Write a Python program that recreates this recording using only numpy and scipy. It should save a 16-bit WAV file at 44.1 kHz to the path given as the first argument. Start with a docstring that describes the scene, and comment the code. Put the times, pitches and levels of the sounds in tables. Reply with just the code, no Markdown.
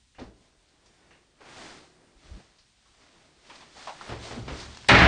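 """A hollow wooden door in a small quiet room is knocked once, then banged and rattles in its frame.
Each blow excites the damped modes of the panel and a dense ring of wood and room.
Between knock and bang, sleeves rustle by friction, a hand-held camera is bumped, and small taps
and soft knocks sound as a hand reaches for the knob. There are bright ticks and sharp cracks,
some within the bang; a faint rumble and hiss lie beneath it all."""
import sys
import numpy as np
from scipy import signal
from scipy.fft import rfft, irfft, next_fast_len
from scipy.io import wavfile
from scipy.ndimage import uniform_filter1d

SR = 44100
rng = np.random.default_rng(int(sys.argv[2]) if len(sys.argv) > 2 else 0)


def unload_audio(sound):
    """Save the sound as a 16-bit wav file, at the path given as the first command line argument."""
    columns = np.transpose(np.atleast_2d(sound))
    # keep every value between -1 and 1, then stretch to whole-number steps
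    steps = np.round(np.clip(columns, -1, 1) * 32767)
    wavfile.write(sys.argv[1], SR, steps.astype(np.int16))


N = 223807


def amp(db):
    """Amplitude ratio: tenfold for every 20 dB."""
    return 10 ** (np.asarray(db) / 20)


def unit(x):
    """Normalisation to rms 1."""
    return x / np.sqrt(np.mean(x ** 2) + 1e-20)


def read(points, hz):
    """Interpolation of a table on a logarithmic frequency axis."""
    f, value = np.transpose(points)
    return np.interp(np.log(hz + 1), np.log(f + 1), value)


def add(mix, start, sound):
    """Superposition: a sound joins the mix at a start time in seconds."""
    part = mix[max(round(start * SR), 0):][:len(sound)]
    part += sound[:len(part)]


def colour(x, spectrum):
    """Spectral shaping by pairs of frequency in Hz and relative level in dB; the result has rms 1."""
    size = next_fast_len(len(x), True)
    gain = amp(read(spectrum, np.fft.rfftfreq(size, 1 / SR)))
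    return unit(irfft(rfft(x, size) * gain, size)[:len(x)])


def wander(size):
    """Low-passed noise: a random drift over about size samples."""
    return unit(uniform_filter1d(uniform_filter1d(rng.standard_normal(N), size), size))


def swell(t, rise):
    """Raised-cosine onset from 0 to 1."""
    return np.sin(np.pi / 2 * np.clip(t / max(rise, 1e-4), 0, 1)) ** 2


def decay(t, t60):
    """Exponential damping: a fall of 60 dB in t60 seconds."""
    return np.exp(-np.log(1000) * t / t60)


def air(level_db=-67.5, waver_db=-1.5):
    """Ambient noise: the room's low rumble and thin hiss drift a little in level."""
    # Each row: frequency in Hz, relative level in dB.
    spectrum = [(15, -41), (25, -4), (64, 1), (146, -11.5), (197, -11.5), (558, -24.5), (1060, -21),
                (1150, -24.5), (1980, -20.5), (2130, -20.5), (3600, -17), (9480, -24), (12300, -81),
                (20900, -120)]
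    return colour(rng.standard_normal(N), spectrum) * amp(level_db + waver_db * wander(size=3000))


def stroke_gains(drop_db=9.5, roundness=1.67):
    """Incoherent sources add in power: the swish, rub and hollow envelopes of overlapping strokes."""
    # Strokes of sleeve and hand. Each row: fastest moment in seconds, swish level in dB, times of
    # speeding up and slowing down in seconds, offsets of the rub and of the hollow tone in dB.
    strokes = [(0.45, -73.5, 0.1, 0.17, 1.5, 2), (0.69, -71, .06, .14, -6, -8),
               (1.099, -71.5, 0.45, 0.17, 4.5, 3), (1.49, -60.5, 0.073, 0.14, 8.5, -1.5),
               (1.64, -49.5, 0.14, 0.17, 0.5, -3), (2.05, -74.5, 0.75, .17, 6, 9),
               (2.28, -60.5, 0.093, .26, -1, -4.5), (2.87, -69, 0.22, .06, -3.5, -14),
               (3.03, -64, 0.12, 0.16, 0, -6), (3.19, -66.5, 0.14, 0.29, 1.5, -1),
               (3.55, -56, 0.12, 0.19, -0.5, -5), (3.83, -49.5, 0.097, .14, -2.5, -10),
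               (4.08, -51, 0.15, 0.12, 3, -5.5), (4.26, -45, 0.066, 0.15, -3.5, -9.5),
               (4.6, -47, 0.14, 0.12, -1, -9.5), (4.74, -53, 0.066, 0.9, -5, -13.5)]
    t, power = np.arange(N) / SR, np.zeros((3, N))
    for fastest, db, rise, fall, rub_db, hollow_db in strokes:
        away = np.maximum((fastest - t) / rise, (t - fastest) / fall)
        envelope = amp(db - drop_db * away ** roundness)  # roundness 1 is a peak, 2 a bell
        power += (amp([[0], [rub_db], [hollow_db]]) * envelope) ** 2
    return np.sqrt(power)


def sleeves(snags_per_s=2000, snag_db=2.5, steady_slip=0.68, clump_db=0.34, shell_db=3.5):
    """Stick-slip friction of threads: a bright swish, a duller rub and the camera's hollow shell tone."""
    # Three spectra. Each row: frequency in Hz, relative level in dB.
    swish = [(900, -10.5), (2000, -6), (3200, -2), (4500, -1.5), (6000, -6), (8700, -14), (9600, -22)]
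    rub = [(60, -1), (300, -32), (600, 1.5), (900, 0), (1400, -1), (2000, -2), (3200, -11.5), (6000, -26.5)]
    hollow = [(30, -15.5), (70, -10), (150, -0.5), (190, -3), (270, -0.5), (360, 1), (480, -4.5),
              (750, -10), (2000, -24)]
    caught = rng.random((3, N)) < snags_per_s / SR
    snags = caught * amp(snag_db * np.minimum(rng.exponential(1, (3, N)), 4))
    slips = (snags + steady_slip) * rng.standard_normal((3, N)) * amp(clump_db * wander(size=350))
    layers = [colour(slips[0], swish), colour(slips[1], rub), amp(shell_db) * colour(slips[2], hollow)]
    return (layers * stroke_gains()).sum(0)


def bumps(scuff_spread=2.3):
    """Structure-borne sound: each push on the camera or the door is a Gaussian tone pulse inside a longer
    scuff."""
    # Each row: centre in seconds, peak in dB, pitch in Hz, half length in seconds, relative scuff in dB.
    pushes = [(0.212, -48, 66, 0.025, -30), (0.225, -39.5, 260, 0.013, -31), (2.169, -52, 45, 0.016, -28),
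              (2.262, -52, 57.7, .012, -17), (2.294, -47, 40, 0.015, -16), (2.32, -35, 67.6, 0.01, -25),
              (2.354, -38, 49, 0.018, -31), (2.381, -50, 199, 0.016, -2), (4.382, -35, 236, 0.017, -10),
              (4.411, -32, 116.5, 0.024, -29), (4.496, -38, 140, 0.027, -33), (4.707, -43, 70, 0.062, -12)]
    spectrum = [(30, -16), (130, 9), (350, 1.5), (700, -10.5), (1500, -19.5), (6000, -30)]
    noise = colour(rng.standard_normal(N), spectrum)
    out = np.zeros(N)
    for centre, db, hz, half, scuff_db in pushes:
        t = np.arange(N) / SR - centre
        push = np.exp(-(t / half) ** 2) * np.cos(2 * np.pi * hz * t)
        scuff = amp(scuff_db) * noise * np.exp(-(t / (scuff_spread * half)) ** 2)
        out += amp(db) * (push + scuff)
    return out


def scrapes(rise_s=0.002):
    """Sliding friction: a dry surface slips suddenly and comes to rest."""
    # Each row: start in seconds, level in dB, t60 in seconds.
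    slips = [(0.147, -60, 0.53), (1.107, -55.5, 0.4), (3.446, -60, .4)]
    # Each row: frequency in Hz, relative level in dB.
    spectrum = [(500, -8), (1200, -9), (1850, -3.5), (2300, -8), (2800, -2), (3150, -15), (6000, -20),
                (9500, -35)]
    out, t = np.zeros(N), np.arange(2 ** 14) / SR
    for start, db, t60 in slips:
        friction = colour(rng.standard_normal(len(t)), spectrum)
        add(out, start, amp(db) * swell(t, rise_s) * friction * decay(t, t60))
    return out


def tap(hz, width_hz, t60, rise, click_db=-6, longest_click_t60=0.18):
    """Damped transient: a broadband click and a short ring of noise round one pitch."""
    t = np.arange(2 ** 14) / SR
    f = np.fft.rfftfreq(len(t), 1 / SR)
    phases = np.exp(2j * np.pi * rng.random(len(f)))
    ring = unit(irfft(phases / (1 + (2 * (f - hz) / width_hz) ** 2))) * decay(t, t60)
    spectrum = [(100, -18), (700, 15), (2000, 10.5), (5500, 2), (9500, -16)]
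    click = colour(rng.standard_normal(len(t)), spectrum) * decay(t, min(t60, longest_click_t60))
    return swell(t, rise) * (ring + amp(click_db) * click)


def taps(width_share=0.48):
    """Resonance: light touches ring the hollow wood in a band whose width is a share of its pitch."""
    # Each row: start in seconds, level in dB, pitch in Hz, t60 in seconds, rise in seconds.
    touches = [(2.397, -51, 640, .1, 0.0049), (2.852, -63.5, 1110, 0.23, 0.0088),
               (3.493, -44.5, 920, .19, 0.0085), (3.619, -47.5, 920, 0.091, 0.004),
               (3.755, -50.5, 780, .38, 0.008), (3.871, -33.5, 926, 0.16, 0.0028),
               (3.891, -37, 870, 0.17, .0037), (4.009, -37, 1090, 0.084, 0.0038),
               (4.238, -41.5, 540, 0.38, 0.016)]
    out = np.zeros(N)
    for start, db, hz, t60, rise in touches:
        add(out, start, amp(db) * tap(hz, width_share * hz, t60, rise))
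    return out


def clicks(width_hz=2600, rise_share=0.013):
    """Broadband transients: bright ticks and sharp cracks, some within the bang."""
    # Each row: start in seconds, level in dB, pitch in Hz, t60 in seconds.
    ticks = [(0.191, -54, 4370, 0.33), (0.858, -61, 5270, .15), (2.583, -59.5, 4600, 0.29),
             (3.497, -48.5, 2400, .2), (3.553, -47, 4530, 0.066), (3.605, -52, 3200, 0.19),
             (4.598, -42, 4750, 0.2), (4.747, -45, 4100, .033), (4.772, -36.5, 4540, 0.02),
             (4.846, -42.5, 2100, 0.023), (4.885, -26, 8550, 0.024), (4.887, -16, 3750, 0.051),
             (4.92, -18.5, 3000, 0.022), (4.988, -23, 3680, 0.04), (5.059, -31, 3100, 0.025)]
    out = np.zeros(N)
    for start, db, hz, t60 in ticks:
        add(out, start, amp(db) * tap(hz, width_hz, t60, rise_share * t60))
    return out


def dense_ring(t, spectrum, tilt_db, stretch):
    """Modal overlap: countless wood and room modes merge into noise, damped octave by octave."""
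    # Each row: frequency in Hz, t60 in seconds before stretching.
    ring_times = [(70, 1), (250, 0.6), (600, 0.35), (2000, 0.35), (8000, 0.35)]
    hz = np.fft.rfftfreq(len(t), 1 / SR)
    octave = np.log2(np.clip(hz, 62.5, 8000) / 1000)
    phases = np.exp(2j * np.pi * rng.random(len(hz)))
    shaped = phases * amp(read(spectrum, hz) + tilt_db * octave)
    centres = np.arange(-4, 4)  # octaves from 1 kHz
    triangles = np.maximum(1 - abs(octave - centres[:, None]), 0)
    bands = irfft(shaped * triangles, len(t))
    t60 = stretch * read(ring_times, 1000 * 2. ** centres)
    return (bands * decay(t, t60[:, None])).sum(0) / bands.sum(0).std()


def panel(t, cutoff_hz, stretch):
    """Free vibration of the door's strongest modes; a soft blow barely excites those above its cutoff."""
    # Each row: frequency in Hz, relative level in dB, t60 in seconds before stretching.
    modes = [(42.5, -16.5, 0.91), (58.2, -13.5, 0.32), (67.7, -5, 0.58), (111.7, -3.5, 0.58),
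             (131.4, -9, 0.59), (186.4, -3.5, 0.33), (258.2, 1.5, 0.18), (318, -5, 0.2),
             (385.3, -2.5, 0.41), (508, -10.5, 0.61), (565, -4, 0.46), (661, -4, 0.82), (767, -2, 0.67),
             (813, 7.5, 0.25), (940, 5, 0.21), (1016, 1, 0.82), (1129, 1, 0.35), (1347, -13, .5),
             (1370, 3.5, 0.39), (1677, 3.5, 0.72), (1750, -9, .4), (1823, -7.5, 0.76), (1950, -4, .4),
             (1998, -4.5, 1), (2128, -2, 0.61), (2180, -15, 0.46), (2100, 2, .4), (2510, 3, .45)]
    hz, db, t60 = np.transpose(modes)
    size = amp(db) / np.sqrt(1 + (hz / cutoff_hz) ** 4)
    side = (-1) ** np.arange(len(hz))  # successive modes swing opposite ways
    rings = np.sin(2 * np.pi * hz[:, None] * t) * decay(t, stretch * t60[:, None])
    return (side * size) @ rings / np.sqrt(np.sum(size ** 2) / 2)


def door(blows, spectrum, panel_stretch):
    """Impulse response of the door: each blow sets off the dense ring and the boom of the panel."""
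    out, t = np.zeros(N), np.arange(24000) / SR
    for start, db, boom_db, cutoff_hz, tilt_db, rise, stretch in blows:
        ring = dense_ring(t, spectrum, tilt_db, stretch)
        boom = amp(boom_db) * panel(t, cutoff_hz, stretch * panel_stretch)
        add(out, start, amp(db) * swell(t, rise) * (ring + boom))
    return out


def knocks():
    """Soft contact acts as a low-pass filter: knocks and pushes draw a dull sound from the door."""
    # Each row: start in seconds, level in dB, relative boom in dB, mode cutoff in Hz,
    # tilt in dB per octave, rise in seconds, factor on the ring time.
    blows = [(0.181, -41, -8, 408, -2.0, .008, 1), (0.217, -42.5, -8, 380, -4.5, 0.0012, 0.5),
             (1.404, -48.5, -22, 520, -0.3, 0.0057, 0.68), (4.088, -38, -0.5, 199, 1.5, 0.0059, 1.18),
             (4.113, -36, -3, 204, -1.5, 0.004, 0.8), (4.303, -38.5, -5.5, 350, -0.4, 0.01, 1.5),
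             (4.398, -55.5, 14.5, 169, -10, .012, 3), (4.476, -34.5, -4.5, 254, 0.4, 0.0068, 1.04),
             (4.517, -36.5, -11, 108, -5, 0.009, 0.35)]
    # The dense ring. Each row: frequency in Hz, relative level in dB.
    spectrum = [(30, -13), (60, 2), (110, -27), (170, -1.5), (260, 0.5), (430, 6.5), (600, 3.5), (900, 0.5),
                (1300, -0.5), (2500, -6), (5000, -15.5), (8700, -33), (9600, -46)]
    return door(blows, spectrum, panel_stretch=1.4)


def bang():
    """Collision and rebound: a hard blow reaches the high modes, and the door rattles in its frame."""
    # Each row: start in seconds, level in dB before limiting, relative boom in dB, mode cutoff in Hz,
    # tilt in dB per octave, rise in seconds, factor on the ring time.
    blows = [(4.8845, -6, -8.5, 3200, 2.17, 0.013, 1.44), (4.909, -15.5, 7.5, 320, -1.7, 0.014, 1.46),
             (4.947, -9.5, -4.5, 2500, 0.5, 0.0021, 0.52), (4.986, -15.5, -4.5, 3000, 0.5, 0.0027, 2.3),
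             (5.012, -15.5, -1, 120, -0.5, 0.014, 3)]
    # The dense ring. Each row: frequency in Hz, relative level in dB.
    spectrum = [(35, -34), (60, -23), (118, -7), (214, -8), (264, -9), (421, -7.5), (521, -11.5), (620, -8),
                (900, -9.5), (2060, -6.5), (2800, -14), (4060, -20.5), (5500, -31), (9500, -52.5)]
    return door(blows, spectrum, panel_stretch=0.76)


def scene():
    """Superposition: the pressures of all sources add at one point."""
    return (knocks() + bang() + air() + sleeves() + taps() + clicks() + scrapes() + bumps())[None]


def record(dry, limit_db=-11.0, recovery_db_per_s=80, ceiling=0.73, edge_hz=9700):
    """Limiting holds the bang down, saturation rounds its peaks and a low-pass filter ends the band."""
    power_db = 10 * np.log10(abs(uniform_filter1d(dry[0] ** 2, size=500)) + 1e-12)
    recovery_db = np.arange(N) * recovery_db_per_s / SR
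    held_db = np.maximum.accumulate(power_db + recovery_db) - recovery_db
    over_db = np.maximum(held_db - limit_db, 0)
    limited = dry * amp(-uniform_filter1d(over_db, size=100))
    rounded = ceiling * np.tanh(limited / ceiling)
    low_pass = signal.firwin(511, edge_hz, window=("kaiser", 8), fs=SR)
    return signal.oaconvolve(rounded, low_pass[None], "same")


dry = scene()
out = record(dry)
unload_audio(out)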